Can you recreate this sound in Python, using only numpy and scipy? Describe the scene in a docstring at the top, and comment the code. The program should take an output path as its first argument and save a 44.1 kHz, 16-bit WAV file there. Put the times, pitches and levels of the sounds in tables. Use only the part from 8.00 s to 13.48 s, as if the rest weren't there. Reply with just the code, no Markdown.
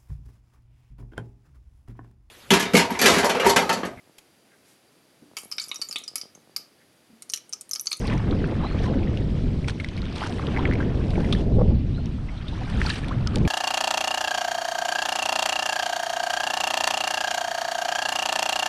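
"""A kayak glides over a lake: filtered noise makes the wind that buffets the microphone on the paddler's head,
and noise with tiny bubble tones makes the water that fizzes along the hull and swells at each stroke.
Drops tick on water and deck from the start, as ringing pings; rising tones make bubbles that plop.
At 0.6 s a thin, faint sine whistles upward; from 1.6 to 2.8 s drops crowd in; near 3.6 s the wind thumps.
The whistle returns at 3.9 s, then from 4.8 s drops and splashes pick up and the wind rumbles louder to the end."""
import sys
import numpy as np
from scipy import signal
from scipy.fft import rfft, irfft, next_fast_len
from scipy.io import wavfile
from scipy.ndimage import uniform_filter1d

SR = 44100
rng = np.random.default_rng(int(sys.argv[2]) if len(sys.argv) > 2 else 0)


def file_out(sig):
    """Save sig as 16-bit WAV at sys.argv[1]."""
    # one column per channel
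    cols = np.atleast_2d(sig).T
    # limit, then scale
    lim = np.clip(cols, -1, 1)
    pcm = np.round(lim * 32767).astype(np.int16)
    wavfile.write(sys.argv[1], SR, pcm)


N = 241528  # length in samples, about 5.5 s


def gain_of(db):
    """Turns decibels into a plain multiplier."""
    return 10 ** (np.asarray(db) / 20)


def evened(x):
    """Scales a signal so its average strength (rms) is 1."""
    return x / np.sqrt(np.mean(x ** 2) + 1e-20)


def smoothed(x, *widths):
    """Runs one moving average after another along the samples."""
    for width in widths:
        x = uniform_filter1d(x, width)
    return x


def read(points, hz):
    """Reads a level curve at any pitch, with pitch spaced by ratio as we hear it."""
    point_hz, level_db = np.transpose(points)
    return np.interp(np.log(hz + 1), np.log(point_hz + 1), level_db)


def curves(rows):
    """Joins each table column into a curve with one value per sample."""
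    start_s, *columns = np.transpose(rows)
    return [np.interp(np.arange(N) / SR, start_s, column) for column in columns]


def add(mix, start_s, sound):
    """Adds a sound into the mix at its start time."""
    part = mix[max(round(start_s * SR), 0):][:len(sound)]
    part += sound[:len(part)]


def colour(x, points):
    """Shapes a sound's balance of low and high pitches, then sets its rms to 1."""
    size = next_fast_len(len(x))
    level_db = read(points, np.fft.rfftfreq(size, 1 / SR))
    shaped = irfft(rfft(x, size) * gain_of(level_db), size)
    return evened(shaped[:len(x)])


def band(x, lo_hz, hi_hz):
    """Keeps mainly the pitches between two limits."""
    return signal.sosfilt(signal.butter(3, [lo_hz, hi_hz], "band", fs=SR, output="sos"), x)


def chance(rate_hz):
    """Makes a random curve that wanders no faster than about rate_hz, with rms 1."""
    low_pass = signal.butter(2, rate_hz, fs=SR, output="sos")
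    return evened(signal.sosfilt(low_pass, rng.standard_normal(N)))


def bursts(rows, edge_s, close_s, sag_db):
    """Makes a loudness curve that opens quickly at each row, drifts by sag_db and closes."""
    out = np.zeros(N)
    for start_s, level_db, length_s in rows:
        t = np.arange(0, abs(length_s) + edge_s + close_s / 2, 1 / SR)
        end_s = t[-1]
        gate = np.clip(np.minimum(t / edge_s, (end_s - t) / close_s), 0, 1)
        add(out, start_s, gain_of(level_db - sag_db * t / end_s) * gate)
    return out


# How strong each pitch is in the wind's deep rumble: pitch_hz [Hz], level_db [dB per Hz]
RUMBLE_COLOUR = [(12, -8), (25, -1.5), (60, 0), (130, -2), (240, -10.5), (400, -23.5), (800, -42.5),
                 (2000, -104)]
# How strong each pitch is in the wind's faster flutter: pitch_hz [Hz], level_db [dB per Hz]
FLUTTER_COLOUR = [(90, -10), (190, 4.5), (400, -2), (600, -10), (1000, -25), (1800, -75.5), (4000, -86)]
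# Sudden puffs straight into the microphone, before overload:
# start_s [s], level_db [dB rms at the start], length_s [s]
PUFF_ROWS = [(.245, -41, .012), (.303, -35, 0.017), (.515, -27.5, 0.023), (.744, -26, 0.013),
             (.863, -29, 0.037), (.906, -28, 0.016), (2.474, -28, 0.014), (2.681, -27, 0.025),
             (2.942, -31, 0.014), (3.081, -42, 0.0096), (3.177, -15, 0.0053), (3.583, -21, 0.027),
             (3.612, -13, 0.0081), (3.672, -41, 0.015), (3.705, -31, 0.016), (5.362, -24.5, 0.015)]
# Wind on the microphone, before overload: start_s [s], rumble_db [dB], flutter_db [dB]
WIND_CURVE = [(0.0, -28, -31), (0.15, -20, -31), (0.21, -26, -41.5), (0.29, -22.5, -25.5),
              (0.69, -25.5, -34), (0.96, -23.5, -26), (1.4, -23.5, -34.5), (1.45, -22.5, -33),
              (1.91, -32, -40), (2.04, -26, -38), (2.12, -32.5, -38.5), (2.71, -23, -25.5),
              (2.97, -23, -31), (3.29, -20.5, -25.5), (3.45, -20, -27.5), (3.57, -15, -26.5),
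              (3.6, -17, -24.5), (3.69, -17, -26), (3.74, -16, -31), (3.77, -20.5, -40.5),
              (4.44, -31.5, -54), (4.53, -26.5, -46), (4.62, -31, -34.5), (4.68, -26, -49),
              (4.77, -22, -34.5), (4.96, -30, -37.5), (5.26, -21.5, -40.5), (5.29, -26.5, -42),
              (5.48, -14, -21.5)]


def wind():
    """Large eddies rumble, small ones flutter in lumps, and puffs hit the microphone directly."""
    rumble_db, flutter_db = curves(WIND_CURVE)
    rumble = colour(rng.standard_normal(N), RUMBLE_COLOUR) * gain_of(0.52 * chance(rate_hz=4.2))
    lumps = gain_of(1.83 * chance(rate_hz=49.0))
    flutter = colour(rng.standard_normal(N) * lumps, FLUTTER_COLOUR)
    air = rng.standard_normal(N)
    puff_noise = evened(band(air, 93, 510) + gain_of(-15.5) * band(air, 830, 1104))
    puffs = puff_noise * bursts(PUFF_ROWS, edge_s=0.0019, close_s=0.0059, sag_db=2.0)
    gusts = puffs + gain_of(rumble_db) * evened(rumble) + gain_of(flutter_db) * evened(flutter)
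    overload = 0.5  # pressure at which the microphone capsule flattens the gusts
    return overload * np.tanh(gusts / overload)


# Thin whistles: start_s [s], level_db [dB peak, before fade and flutter], length_s [s]
WHISTLE_ROWS = [(.612, -45, .15), (3.925, -51, .15)]


def whistle(level_db, length_s):
    """An unsteady, broken sine that climbs quickly, levels off and fades."""
    start_hz, top_hz, climb_s, fade_db_per_s = 3550, 4400, 0.055, 75
    t = np.arange(0, length_s, 1 / SR)
    pitch_hz = top_hz - (top_hz - start_hz) * np.exp(-t / climb_s)
    wobble, flutter = smoothed(rng.standard_normal((2, SR // 4)), 150, 40)[:, :len(t)]
    turns = np.cumsum(pitch_hz * (1 + 0.02 * evened(wobble))) / SR
    loudness = gain_of(level_db - fade_db_per_s * t + 5.3 * evened(flutter))
    return loudness * np.sin(2 * np.pi * turns) * signal.windows.tukey(len(t), 0.4)


def fizz(per_s, spread_db, cycles, lo_hz, hi_hz, climb, count):
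    """Random bubbles: short rising tones of many pitches, a few of them large."""
    happens = rng.random(N) < per_s / SR
    size = gain_of(spread_db * np.minimum(rng.exponential(1, N), 4)) * happens
    kind = rng.integers(0, count, N)
    out = np.zeros(N)
    for k, hz in enumerate(np.geomspace(lo_hz, hi_hz, count)):
        turns = np.arange(int(4 * cycles * SR / hz)) * hz / SR
        tone = np.sin(2 * np.pi * turns * (1 + climb * turns))
        grain = tone * np.exp(-turns / cycles) * (1 - np.exp(-turns))
        # equal energy per hertz, so that the microphone alone sets the colour
        grain = grain * np.sqrt(hz) / np.linalg.norm(grain)
        out += signal.oaconvolve(size * (kind == k), grain)[:N]
    return evened(out)


# Water as the microphone colours it: pitch_hz [Hz], level_db [dB per Hz]
WATER_COLOUR = [(250, -34), (600, -2), (1000, -3), (1800, -6.5), (2300, -7), (3200, -5.5), (4400, -11),
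                (5800, -16), (7100, -24), (8900, -23.5), (11000, -35), (12500, -49), (15000, -66)]
# Sheets of water thrown by the blade: start_s [s], level_db [dB rms at the start], length_s [s]
SPLASH_ROWS = [(.05, -56, 0.1), (.83, -42, 0.034), (1.674, -39, 0.034), (1.683, -26.5, 0.0022),
               (2.155, -41, 0.12), (3.378, -48, 0.037), (4.787, -41.5, 0.12), (4.842, -41, 0.15),
               (5.335, -46, 0.042)]


def splashes():
    """Sheets of water thrown by the blade: flickering noise crackling with tiny bubble tones."""
    crackle = fizz(per_s=1800, spread_db=3.5, cycles=4.5, lo_hz=800, hi_hz=14400, climb=0.0075, count=24)
    sheet = colour(rng.standard_normal(N) + 1.6 * crackle, WATER_COLOUR)
    # a negative sag makes each splash grow
    loudness = bursts(SPLASH_ROWS, edge_s=0.00019, close_s=0.0088, sag_db=-3.5)
    return sheet * loudness * gain_of(2.4 * chance(rate_hz=54))


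# Water along hull and blade: start_s [s], fizz_db [dB], low gurgle_db [dB], treble spray_db [dB]
STIR_CURVE = [(0.0, -47.5, -48, -53.5), (0.1, -45, -40, -60), (0.22, -51.5, -45, -64.5),
              (0.4, -49, -46.5, -67), (0.58, -50.5, -44.5, -64.5), (0.78, -47, -44, -64.5),
              (1.02, -49, -50, -69), (1.65, -52.5, -58, -63), (2.07, -48.5, -50, -68.5),
              (2.32, -49, -46, -57.5), (2.64, -47.5, -42.5, -66), (2.94, -51.5, -48, -67),
              (3.28, -48.5, -47.5, -59), (3.48, -53.5, -56, -66), (3.75, -53, -59, -73.5),
              (4.24, -55.5, -52, -65.5), (4.44, -49.5, -52.5, -70.5), (4.76, -47.5, -45.5, -60),
              (4.9, -43.5, -64, -51), (5.0, -50, -44.5, -58), (5.14, -51, -46, -67.5),
              (5.48, -52.5, -46.5, -62)]


def water():
    """A patchy hiss with bubbly crackle and gurgle over it, set to separate low, middle and treble levels."""
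    fizz_db, gurgle_db, spray_db = curves(STIR_CURVE)
    # small patches of time and pitch come out louder or softer
    _, _, grid = signal.stft(rng.standard_normal(N), SR, nperseg=256)
    patches = uniform_filter1d(rng.standard_normal(grid.shape), 6, axis=0)
    patches = evened(uniform_filter1d(patches, 10, axis=1))
    hiss = signal.istft(grid * gain_of(2.4 * patches), SR, nperseg=256)[1][:N]
    flicker = gain_of(0.31 * chance(rate_hz=24.0))  # laps that land across all pitches
    crackle = fizz(per_s=1600, spread_db=2.5, cycles=6.6, lo_hz=1500, hi_hz=13060, climb=0.0048, count=22)
    gurgle = fizz(per_s=180, spread_db=2.0, cycles=3.9, lo_hz=472, hi_hz=2383, climb=0.009, count=14)
    # the harder the water is stirred, the more it bubbles
    churn = np.clip((fizz_db + 56.5) / 11, 0.1, 1.6)
    mix = evened(hiss) * flicker + churn * (crackle + 0.52 * gurgle)
    mix = colour(mix / np.sqrt(1 + churn ** 2), WATER_COLOUR)
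    low = signal.sosfiltfilt(signal.butter(2, 1800, fs=SR, output="sos"), mix)
    spray = signal.sosfiltfilt(signal.butter(2, 5500, "high", fs=SR, output="sos"), mix)
    middle = mix - low - spray
    # each part is scaled by the strength of the whole in its own pitch range
    out = gain_of(gurgle_db) * low / np.std(band(mix, 900, 1600))
    out += gain_of(fizz_db) * middle / np.std(band(mix, 1860, 5200))
    out += gain_of(spray_db) * spray / np.std(band(mix, 5800, 11000))
    return out + splashes()


# Bubbles: start_s [s], level_db [dB peak, before flutter], start pitch_hz [Hz],
# rise [octaves, negative falls], length_s [s]
BUBBLE_ROWS = [(0.085, -44, 790, 0.81, 0.029), (0.106, -32, 780, 1, 0.027), (.6, -37, 627, 1.6, 0.039),
               (0.635, -29.5, 925, .45, 0.024), (.645, -31, 645, 0.65, 0.032),
               (0.857, -35, 1010, 0.019, 0.037), (2.217, -23, 683, 1.3, 0.0088),
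               (2.226, -31, 840, 0.66, 0.014), (2.295, -33.5, 698, 0.017, 0.031),
               (4.182, -44, 880, 1.15, 0.013), (2.581, -28, 732, 1.04, 0.027),
               (2.799, -33, 935, 0.81, 0.015), (3.977, -43, 1500, -0.21, .022),
               (3.986, -39.5, 542, 0.84, 0.028), (4.613, -33, 734, 0.12, 0.022),
               (4.851, -27, 840, 0.09, 0.0091), (4.865, -30, 1500, -0.32, 0.02),
               (4.9, -30, 1676, 0.12, 0.026), (5.033, -37.5, 1700, 0.19, 0.021),
               (5.109, -29.5, 943, 1.1, 0.026), (5.265, -35, 1390, -0.19, 0.034),
               (4.525, -42, 980, -0.31, 0.027)]


def bubble(level_db, pitch_hz, rise_octaves, length_s):
    """The pitch usually climbs, unsteadily, as the bubble nears the choppy surface."""
    samples = abs(length_s) * SR + 8
    u = np.arange(int(samples)) / samples  # runs from 0 to 1 over the bubble
    shake, flutter = smoothed(rng.standard_normal((2, len(u))), 90, 40)
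    octaves = rise_octaves * u + 0.065 * evened(shake - shake.mean())
    turns = np.cumsum(pitch_hz * 2 ** octaves) / SR
    loudness = gain_of(level_db + 2 * evened(flutter - flutter.mean()))
    return loudness * np.sin(2 * np.pi * turns) * np.sin(np.pi * u ** 0.45)


def drips(count):
    """Picks small random drops, crowding where the water is stirred hardest."""
    fizz_db = curves(STIR_CURVE)[0]
    share = np.cumsum(gain_of(2.2 * fizz_db))  # 2.2 sets how strongly they crowd
    when, size, pitch, ring, crack = rng.random((count, 5)).T
    at = np.minimum(np.searchsorted(share / share[-1], when), N - 1)
    level_db = fizz_db[at] + 9 + 3 * size
    pitch_hz = 999 * 2 ** (2.08 * pitch)  # from 999 Hz up to 2.08 octaves above
    ring_s = 0.013 * (0.5 + ring)
    crack_db = -28 + 16 * (crack - 0.5)
    return zip(at / SR, level_db, pitch_hz, ring_s, crack_db)


# How strong each pitch is in a drop's crack: pitch_hz [Hz], level_db [dB per Hz]
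CRACK_COLOUR = [(1500, -4), (3500, 0.5), (5500, -6.5), (7400, -25.5), (9300, -14.5), (11500, -36),
                (15000, -74)]
# The loudest drops and slaps: start_s [s], level_db [dB, roughly the peak], ring pitch_hz [Hz],
# ring_s [s to fade by 60 dB, at least 0.004], crack_db [dB, crack against ring before the final blend]
DROP_ROWS = [(.0712, -32, 9000, 0.011, -2), (.138, -41, 8900, 0.0074, -3), (.4738, -42, 9000, .01, -14),
             (.135, -30, 3300, .012, -33), (.668, -31, 2000, .03, -40), (.713, -30, 1240, 0.023, -38),
             (.0778, -22.5, 4200, .015, -25), (.0993, -23.5, 2520, 0.016, -30),
             (.1283, -22.5, 2000, 0.013, -35), (.178, -34, 5400, 0.016, -22),
             (.3107, -23.5, 3700, 0.014, -29), (.3256, -25.5, 1310, 0.011, -38),
             (.4421, -17.5, 1560, 0.0044, -37), (.6473, -27, 1230, 0.05, -22), (.79, -31, 3300, 0.034, -27),
             (1.0731, -30, 1920, 0.037, -38), (1.1733, -21, 2930, 0.01, -20),
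             (1.644, -30.5, 2280, 0.04, -14), (1.6965, -23.5, 1640, 0.015, -13),
             (1.7035, -29, 4300, 0.028, -12), (1.7995, -20.5, 2140, 0.041, -21),
             (1.839, -33, 4240, .013, -13), (1.8452, -18.5, 2020, 0.018, -14),
             (1.887, -31.5, 2970, 0.013, -8), (1.966, -30, 4230, .019, -17),
             (1.9757, -29.5, 2280, 0.046, -13), (2.0188, -26, 4100, 0.012, -23),
             (2.055, -27.5, 3530, 0.007, -15), (2.1263, -31, 4500, .016, -25),
             (2.161, -25, 4200, 0.0071, -26), (2.219, -27, 950, 0.025, -21),
             (2.2281, -22, 1110, 0.018, -23), (2.2364, -22, 1500, 0.03, -15),
             (2.253, -31, 2800, 0.023, -27), (2.438, -26, 1220, .012, -32), (2.572, -23, 890, .012, -40),
             (2.593, -29, 3200, .015, -37), (2.564, -18.5, 2100, 0.015, -32),
             (2.675, -34, 2200, 0.026, -30), (2.2741, -31, 5280, .0054, -25),
             (2.2961, -31, 5440, 0.014, -21), (2.325, -32, 3800, 0.0052, -8.5),
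             (2.396, -22.5, 1200, 0.014, -43), (2.4693, -21, 3120, 0.0069, -16),
             (2.572, -18.5, 2030, 0.038, -27), (2.6541, -12.5, 1990, 0.028, -51),
             (2.7128, -17.5, 1830, 0.009, -29), (2.724, -20, 2010, 0.01, -36),
             (2.735, -22, 2120, 0.024, -15), (2.754, -25, 2310, 0.018, -22),
             (2.8039, -25, 1550, 0.089, -23), (2.8285, -24, 1780, 0.011, -41),
             (3.105, -36, 4580, 0.015, -4), (3.1555, -24, 2210, 0.024, -31), (3.203, -30, 1540, 0.025, -11),
             (3.245, -29.5, 2100, 0.037, -18), (3.3256, -10.5, 3470, 0.035, -15),
             (3.36, -38, 3320, 0.35, -18), (3.328, -25.5, 1230, 0.039, -31), (3.258, -48, 8500, .008, -8),
             (3.3497, -26, 1780, 0.027, -15), (4.058, -31, 5230, 0.011, -13),
             (4.065, -36.5, 2820, 0.036, -27), (4.287, -35.5, 2180, 0.096, -37),
             (4.4814, -28.5, 3560, 0.064, -17), (4.8161, -8.5, 1790, 0.0043, -41),
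             (4.699, -39, 8600, 0.017, -1), (4.7745, -36, 3400, .01, -27), (4.863, -18, 4380, 0.021, -20),
             (4.894, -19, 2510, .01, -10), (4.9083, -20.5, 2810, 0.017, -13),
             (4.9822, -29, 1820, 0.016, -18), (5.093, -30, 3530, 0.01, -25), (5.045, -26, 2380, 0.016, -16),
             (5.083, -40, 8500, 0.016, 3), (5.273, -13.5, 5000, 0.0091, -16.5),
             (5.358, -18, 7840, 0.0074, -6.5), (5.3835, -34.5, 5900, 0.017, -5),
             (5.4512, -25.5, 2400, 0.04, -20.5)]


def drop(level_db, pitch_hz, ring_s, crack_db):
    """A few swelling cycles, a ragged ring behind them and a thin crack on top."""
    t = np.arange(2600) / SR
    swell = t * pitch_hz / 0.91
    plink = np.sin(2 * np.pi * pitch_hz * t) * swell * np.exp(1 - swell)
    fade = gain_of(-60 * t / max(ring_s, 0.004)) * (1 - np.exp(-t / 0.00067))
    span = int(SR / pitch_hz) + 8  # about one cycle: the ring wavers from cycle to cycle
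    wander, shake = smoothed(rng.standard_normal((2, len(t))), span, span, span)
    turns = pitch_hz * np.cumsum(1 + 0.07 * evened(wander)) / SR
    ring = np.sin(2 * np.pi * turns) * gain_of(3 * evened(shake))
    crack = band(colour(rng.standard_normal(len(t)), CRACK_COLOUR), 1800, 16000) * fade
    crack = crack / np.abs(band(crack, 5560, 8800)).max()
    return gain_of(level_db) * (0.55 * plink + 0.61 * ring * fade + 0.46 * gain_of(crack_db) * crack)


def scene():
    """Layers wind, whistles, water, bubbles and drops in one channel."""
    mix = wind()
    for start_s, *settings in WHISTLE_ROWS:
        add(mix, start_s, whistle(*settings))
    mix += water()
    for start_s, *settings in BUBBLE_ROWS:
        add(mix, start_s, bubble(*settings))
    for start_s, *settings in [*DROP_ROWS, *drips(count=90)]:
        add(mix, start_s, drop(*settings))
    return mix[None]


def record(dry):
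    """Removes the pitches above about 15100 Hz."""
    low_pass = signal.firwin(511, 15100, window=("kaiser", 9), fs=SR)
    return signal.oaconvolve(dry, low_pass[None], "same")


dry = scene()
out = record(dry)
file_out(out)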